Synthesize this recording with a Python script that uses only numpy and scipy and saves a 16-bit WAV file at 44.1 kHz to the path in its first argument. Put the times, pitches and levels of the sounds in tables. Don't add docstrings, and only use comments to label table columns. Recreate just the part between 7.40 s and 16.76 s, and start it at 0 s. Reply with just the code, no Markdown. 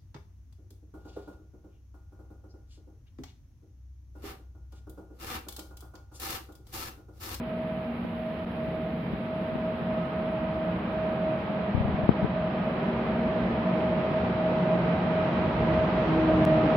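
import sys
import numpy as np
from scipy import signal
from scipy.io import wavfile
from scipy.ndimage import uniform_filter1d

SR = 44100
rng = np.random.default_rng(int(sys.argv[2]) if len(sys.argv) > 2 else 0)


def boost(x):
    u = np.asarray(x, float) / 20
    return 10 ** u


def bounce(signal):
    frames = np.transpose(np.atleast_2d(signal))
    limited = np.clip(frames, -1, 1)
    pcm = np.round(limited * 32767).astype(np.int16)
    wavfile.write(sys.argv[1], SR, pcm)


N = 412776

START_M, START_M_PER_S = 154.5, 15
BRAKE_PER_S, BRAKE_PER_S2 = .027, .00125
SOUND_M_PER_S = 343

ROLLING_HZ = [
    60,
    250,
    1050,
    3000,
]
# nearness_share, track_share [dB per dB]
ROLLING_FOLLOWS = [
    (0.65, .1),
    (1.1, 0.24),
    (0.72, 1.1),
    (0.76, .1),
]
# time_s, level_db
TRACK = [(0, -1), (1.0, -1), (1.9, -0.5), (2.6, 2.5), (3.5, 2.5), (5.4, 3), (7.0, 2.5), (8.0, 3.5),
         (9.36, 3)]
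# time_s, half_length_s, rumble_db, bogie_db
SURGES = [(1.7, 0.56, 1, 3.5), (3.1, .5, 3, -2), (3.86, .25, 0, 0), (4.3, 0.19, -2.5, -3.5),
          (4.55, .4, 5, 0.5), (5.9, .4, 3.5, 2), (6.45, .25, 0.5, 2), (7.3, .6, -1, 1.5),
          (8.34, 0.37, 8, -2), (8.97, 0.23, 6.5, -1.5)]
# frequency_hz, density_db [per Hz]
ROAR_SPECTRUM = [(22, -89), (35, -91.5), (60, -59), (110, -61.5), (170, -53.5), (235, -63), (280, -61),
                 (480, -64), (800, -65), (1300, -72.5), (2500, -78), (4000, -88.5), (5200, -92.5),
                 (7500, -95)]
# frequency_hz, likeness [0..1]
LIKENESS = [(60, 0.95), (120, 0.98), (260, 1), (530, 0.87), (1090, 0.49), (2260, 0.04), (4660, 0.037)]
# frequency_hz, left_minus_right_db
TILT = [(60, 0.5), (120, -1.5), (260, 0.5), (530, -0.5), (1090, 1), (2260, -5), (4660, -3)]
AIR_CUT_HZ = 4000
NEAR_BRIGHTENING = 0.33

FAN_HZ, FAN_DB, FAN_FOLLOWS, FAN_TRACK = 608.5, -36.5, 0.88, 0.43
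# time_s, half_length_s, level_db
FADES = [(0.0, .12, -8), (.62, .2, -16), (.98, 0.082, -3), (1.1, 0.092, -15.5), (1.72, 0.26, -12),
         (2.18, 0.082, -2.5), (2.28, 0.068, 1), (2.4, .1, -8), (2.7, .1, -6), (3.43, 0.13, -15),
         (3.77, 0.074, -4), (3.9, 0.11, 3.5), (4.04, 0.13, -9.5), (4.37, .09, -11.5), (4.53, .06, -16),
         (4.71, 0.087, -14), (4.88, .06, -13), (5.11, .06, -5), (5.55, 0.55, -7), (6.1, 0.12, -11),
         (6.23, 0.047, -17.5), (6.9, .12, -8), (7.2, .12, -4.5), (7.34, 0.046, 5.5), (7.45, 0.11, -7.5),
         (7.64, 0.12, -9), (7.96, 0.09, -9.5), (8.12, 0.1, -9.5), (8.5, 0.075, -13.5), (8.7, .14, -11),
         (6.7, .07, -5.5), (7.88, .08, -4), (8.25, 0.16, -5), (8.42, .05, 3), (8.861, 0.028, -22),
              (8.989, 0.035, -12), (9.1, 0.045, 2.5), (9.262, 0.059, -5)]
# time_s, half_length_s, level_db, scattered_share_db
SHADOW = [(4.6, .5, -4.5, 8.5), (5.5, 1.7, -2.5, 8), (8.3, 1.9, -2, 3.5)]
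FADE_SAG_HZ_PER_DB, FAN_WAVER_HZ = .5, 1.5
HALF_ORDER_DB = -55
# time_s, half_length_s, level_db
HALF_SWELLS = [(3.0, 0.57, 8.8), (3.45, 0.52, 11), (3.9, .2, 9)]

GEAR_HZ, GEAR_DB, GEAR_OCTAVE_DB, GEAR_FOLLOWS = 239.1, -49, -58, 0.88
# time_s, half_length_s, first_order_db, second_order_db
GEAR_LOAD = [(.6, 0.51, 3.5, 1), (2.0, .5, 0, 0), (4.3, 1.24, 9, -4.5), (5.5, .45, -1, 13.5),
             (6.0, 0.22, 7.5, 8.5), (6.6, 0.35, 6, 6), (7.1, 0.52, 5, 2.5), (7.6, 0.55, 8.5, 6),
             (8.3, .2, 8.5, 15), (8.72, 0.37, 7, 16), (8.95, 0.39, 4.5, 12.5), (9.25, .3, 5, 14)]

# pitch_hz, drift_hz_per_s, level_db, nearness_share,
# swell_time_s, swell_half_length_s, swell_db
HUMS = [(233.7, -0.45, -48.5, .4, 5.7, 0.78, 6.5), (178.1, .6, -49, 0.21, 4.2, 3.4, 3.5)]

# time_s, peak_db, pitch_hz, push_or_pull [+1 or -1], port [0 left, 1 right]
POPS = [(0.651, -20.5, 276, 1, 1), (1.283, -27, 178.7, 1, 0), (1.736, -21, 226, 1, 0),
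        (2.127, -30, 113, -1, 0), (2.157, -18, 246, 1, 0), (2.42, -27.5, 257, 1, 1),
        (4.105, -24.5, 239.7, 1, 0), (4.351, -10.5, 121, -1, 0), (4.380, -15, 116.6, -1, 0),
        (4.409, -14, 110, -1, 0), (4.453, -17, 101, -1, 0), (4.491, -19.5, 98, -1, 0),
        (4.545, -21.5, 100.7, -1, 0), (4.593, -20, 222, 1, 0), (4.638, -20, 111, -1, 0),
        (4.693, -1, 205, 1, 0), (4.709, -20, 148, -1, 0), (4.831, -17.5, 138, -1, 0),
        (4.847, -10.5, 170, 1, 0), (4.863, -26, 226, 1, 0), (7.355, -19, 293, 1, 1)]
POP_EDGE = .45

# time_s, length_s, level_db
TREBLE_BURST = (8.73, .014, -71)
# centre_hz, width_hz, level_db
SELF_NOISE = [(7000, 1400, -83), (10120, 720, -80), (12660, 4200, -72.5)]

BAR_WAVER_DB = 1.1
# time_s, tick_db [height of the sample left standing]
RESTARTS = [(1.05188, -54), (9.05188, -21.5)]
FADE_IN_S = .021


def roar(patchy_db, throb_db):
    swell = [level - level.mean() for level in rolling()]
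    out, together = 0, drift(4.4)
    edges = 20 * 2 ** (np.arange(27) / 3)
    white = rng.standard_normal((2, 2, N + SR))
    for k, (low, high) in enumerate(zip(edges, edges[1:])):
        mid, side = band(white[k % 2], low, high)[:, SR:]
        hz = np.sqrt(low * high)
        place = np.interp(np.log(hz), np.log(ROLLING_HZ), np.arange(4))
        below = min(int(place), 2)
        level_db = swell[below] * (below + 1 - place) + swell[below + 1] * (place - below)
        octaves_above = max(np.log2(hz / ROLLING_HZ[-1]), 0)
        level_db = level_db * (1 + NEAR_BRIGHTENING * octaves_above)
        level_db = level_db + at_hz(ROAR_SPECTRUM, hz)
        level_db = level_db + throb_db * together + patchy_db * drift(2.0)
        alike = np.clip(at_hz(LIKENESS, hz), 0, 1)
        lean = boost(at_hz(TILT, hz) / 2 * np.array([[1], [-1]]))
        pair = np.sqrt(1 + alike) * mid + np.sqrt(1 - alike) * side * [[1], [-1]]
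        out = out + boost(level_db) * lean * pair
    air = signal.butter(4, AIR_CUT_HZ, fs=SR, output="sos")
    return signal.sosfilt(air, out) * np.sqrt(SR) / 2


def rolling():
    levels = np.array(ROLLING_FOLLOWS) @ np.array([nearness(), in_time(TRACK)[0]])
    levels[:2] += spells(SURGES)
    return levels


def fan():
    fade_db = spells(FADES)[0]
    shade_db, blur_db = spells(SHADOW)
    late = 1 - speed()
    approach_m_per_s = START_M_PER_S * (.45 + .55 * speed())
    hz = FAN_HZ / (1 - approach_m_per_s / SOUND_M_PER_S)
    hz = hz + late * (FADE_SAG_HZ_PER_DB * fade_db + FAN_WAVER_HZ * 3 * drift(2.87))
    level_db = FAN_DB + FAN_FOLLOWS * nearness() + FAN_TRACK * in_time(TRACK)[0]
    level_db = level_db + fade_db + shade_db
    smooth_db = uniform_filter1d(level_db, size=SR)
    half_db = HALF_ORDER_DB + spells(HALF_SWELLS)[0]
    blade = tone(hz, level_db, scatter_db=-10.5 + blur_db, spread=42.0, side_db=-17.0, pan_db=-1.5)
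    half = tone(hz / 2, half_db, scatter_db=-10.5, spread=2.4, side_db=-24.0, pan_db=-2.0)
    double = tone(hz * 2, smooth_db - 24.0, scatter_db=2.0, spread=29.0, side_db=5.5, pan_db=-4.0)
    return blade + half + double


def gears():
    hz = GEAR_HZ * speed()
    start_db = [[GEAR_DB], [GEAR_OCTAVE_DB]]
    first_db, second_db = spells(GEAR_LOAD) + GEAR_FOLLOWS * nearness() + start_db
    first = tone(hz, first_db, scatter_db=-6.5, spread=5.2, side_db=-21.0, pan_db=-0.3)
    second = tone(hz * 2, second_db, scatter_db=-8, spread=3.0, side_db=-15, pan_db=-.4)
    return first + second


def rail_hum():
    t, out = np.arange(N) / SR, 0
    for hz, slide, db, share, *swell in HUMS:
        level_db = db + share * nearness() + spells([swell])[0]
        out = out + tone(hz + slide * t, level_db, scatter_db=6.5, spread=12.2, side_db=-17, pan_db=-0.5)
    return out


def wind_pops():
    out, t = np.zeros((2, N)), np.arange(-400, 1800) / SR
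    for s, peak_db, hz, push, port in POPS:
        jump = np.exp(np.where(t < 0, t * hz / .112, -t * hz / .79))
        low_cut = signal.butter(3, .8 * hz, "high", fs=SR, output="sos")
        swing = signal.sosfilt(low_cut, jump)
        soft_cut = signal.butter(2, hz ** 3 / 7000, fs=SR, output="sos")
        sharp_cut = signal.butter(4, hz ** 3 / 2500, fs=SR, output="sos")
        soft, sharp = signal.sosfilt(soft_cut, swing), signal.sosfilt(sharp_cut, swing)
        swing = soft + POP_EDGE * (sharp - soft)
        deepest = np.argmin(swing)
        start = round(s * SR) - deepest
        pop = np.sign(push) * boost(peak_db) * swing / swing[deepest]
        out[int(round(port)), start:start + len(t)] += pop
    return out


def treble_burst():
    s, length, level_db = TREBLE_BURST
    shape = np.exp(-((np.arange(N) / SR - s) / length) ** 2)
    return boost(level_db) * shape * band(rng.standard_normal((2, N)), 6500, 15000)


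def self_noise():
    white = rng.standard_normal((2, N)) + 0.57 * rng.standard_normal(N)
    out = 0
    for hz, width, db in SELF_NOISE:
        hiss = band(white, hz - width / 2, hz + width / 2, order=6)
        out = out + boost(db) * hiss / hiss.std()
    return out


def speed():
    t = np.arange(N) / SR
    return 1 - BRAKE_PER_S * t - BRAKE_PER_S2 * t ** 2


def nearness():
    travelled_m = np.cumsum(START_M_PER_S * speed()) / SR
    return -20 * np.log10(np.clip(1 - travelled_m / START_M, .05, 1))


def tone(hz, level_db, scatter_db, spread, side_db, pan_db):
    turn = np.exp(2j * np.pi * np.cumsum(hz) / SR)
    waver = [(drift(spread) + 1j * drift(spread)) / np.sqrt(2) for path in range(2)]
    mid = (1 + boost(scatter_db) * waver[0]) * turn
    side = boost(side_db) * waver[1] * turn
    pair = np.real([mid + side, mid - side]) * boost(np.array([[pan_db], [-pan_db]]) / 2)
    return np.sqrt(2) * boost(level_db) * pair


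def drift(rate):
    r = np.exp(-80 * np.pi * rate / SR)
    slow = signal.lfilter([1], [1, -2 * r, r * r], rng.standard_normal(N // 40 + 2002))[2000:]
    return np.interp(np.arange(N) / 40, np.arange(len(slow)), slow / slow.std())


def spells(rows):
    out, t = np.zeros((len(rows[0]) - 2, N)), np.arange(N) / SR
    for s, half, *db in rows:
        inside = slice(max(int((s - half) * SR), 0), int((s + half) * SR))
        out[:, inside] += np.outer(db, 1 - abs(t[inside] - s) / half)
    return out


def in_time(rows):
    s, *columns = np.transpose(rows)
    return [np.interp(np.arange(N) / SR, s, c) for c in columns]


def at_hz(points, hz):
    table = np.array(points)
    return np.interp(np.log(hz), np.log(table[:, 0]), table[:, 1])


def band(x, low_hz, high_hz, order=2):
    return signal.sosfilt(signal.butter(order, [low_hz, high_hz], "band", fs=SR, output="sos"), x)


def thin_treble(x, floor_db, follow, from_hz):
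    window = np.sin(np.pi * (np.arange(2048) + .5) / 2048)
    hz, t, cells = signal.stft(x, SR, window, nperseg=2048, boundary="even")
    power = uniform_filter1d(np.sum(abs(cells) ** 2, axis=(0, 1)), size=45)
    loud_db = 10 * np.log10(power + 1e-12)
    bar = boost(floor_db + follow * (loud_db + 34.5))
    patches = rng.standard_normal((len(hz) // 24 + 1, len(t) // 3 + 1))
    patches = patches.repeat(24, axis=0).repeat(3, axis=1)
    bar = bar * boost(BAR_WAVER_DB * patches[:len(hz), :len(t)])
    kept = (abs(cells) > bar) | (hz < from_hz)[:, None]
    return signal.istft(cells * kept, SR, window, nperseg=2048)[1][:, :N]


def scene():
    train = roar(patchy_db=0.38, throb_db=0.27) + fan() + gears() + rail_hum()
    return train + wind_pops() + self_noise()


def low_pass(x):
    return signal.sosfilt(signal.butter(12, 15900, fs=SR, output="sos"), x)


def record(dry):
    t = np.arange(N) / SR
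    out = thin_treble(dry, floor_db=-97.5, follow=0.54, from_hz=3300)
    out += treble_burst()
    for s, tick_db in RESTARTS:
        before = np.exp(np.minimum(t - s, 0) / .00015)
        after = np.sin(np.pi / 2 * np.clip((t - s) / FADE_IN_S, 0, 1))
        out = np.where(t < s, out * (1 - before) + boost(tick_db) * before, out * after)
    return low_pass(out)


dry = scene()
out = record(dry)
bounce(out)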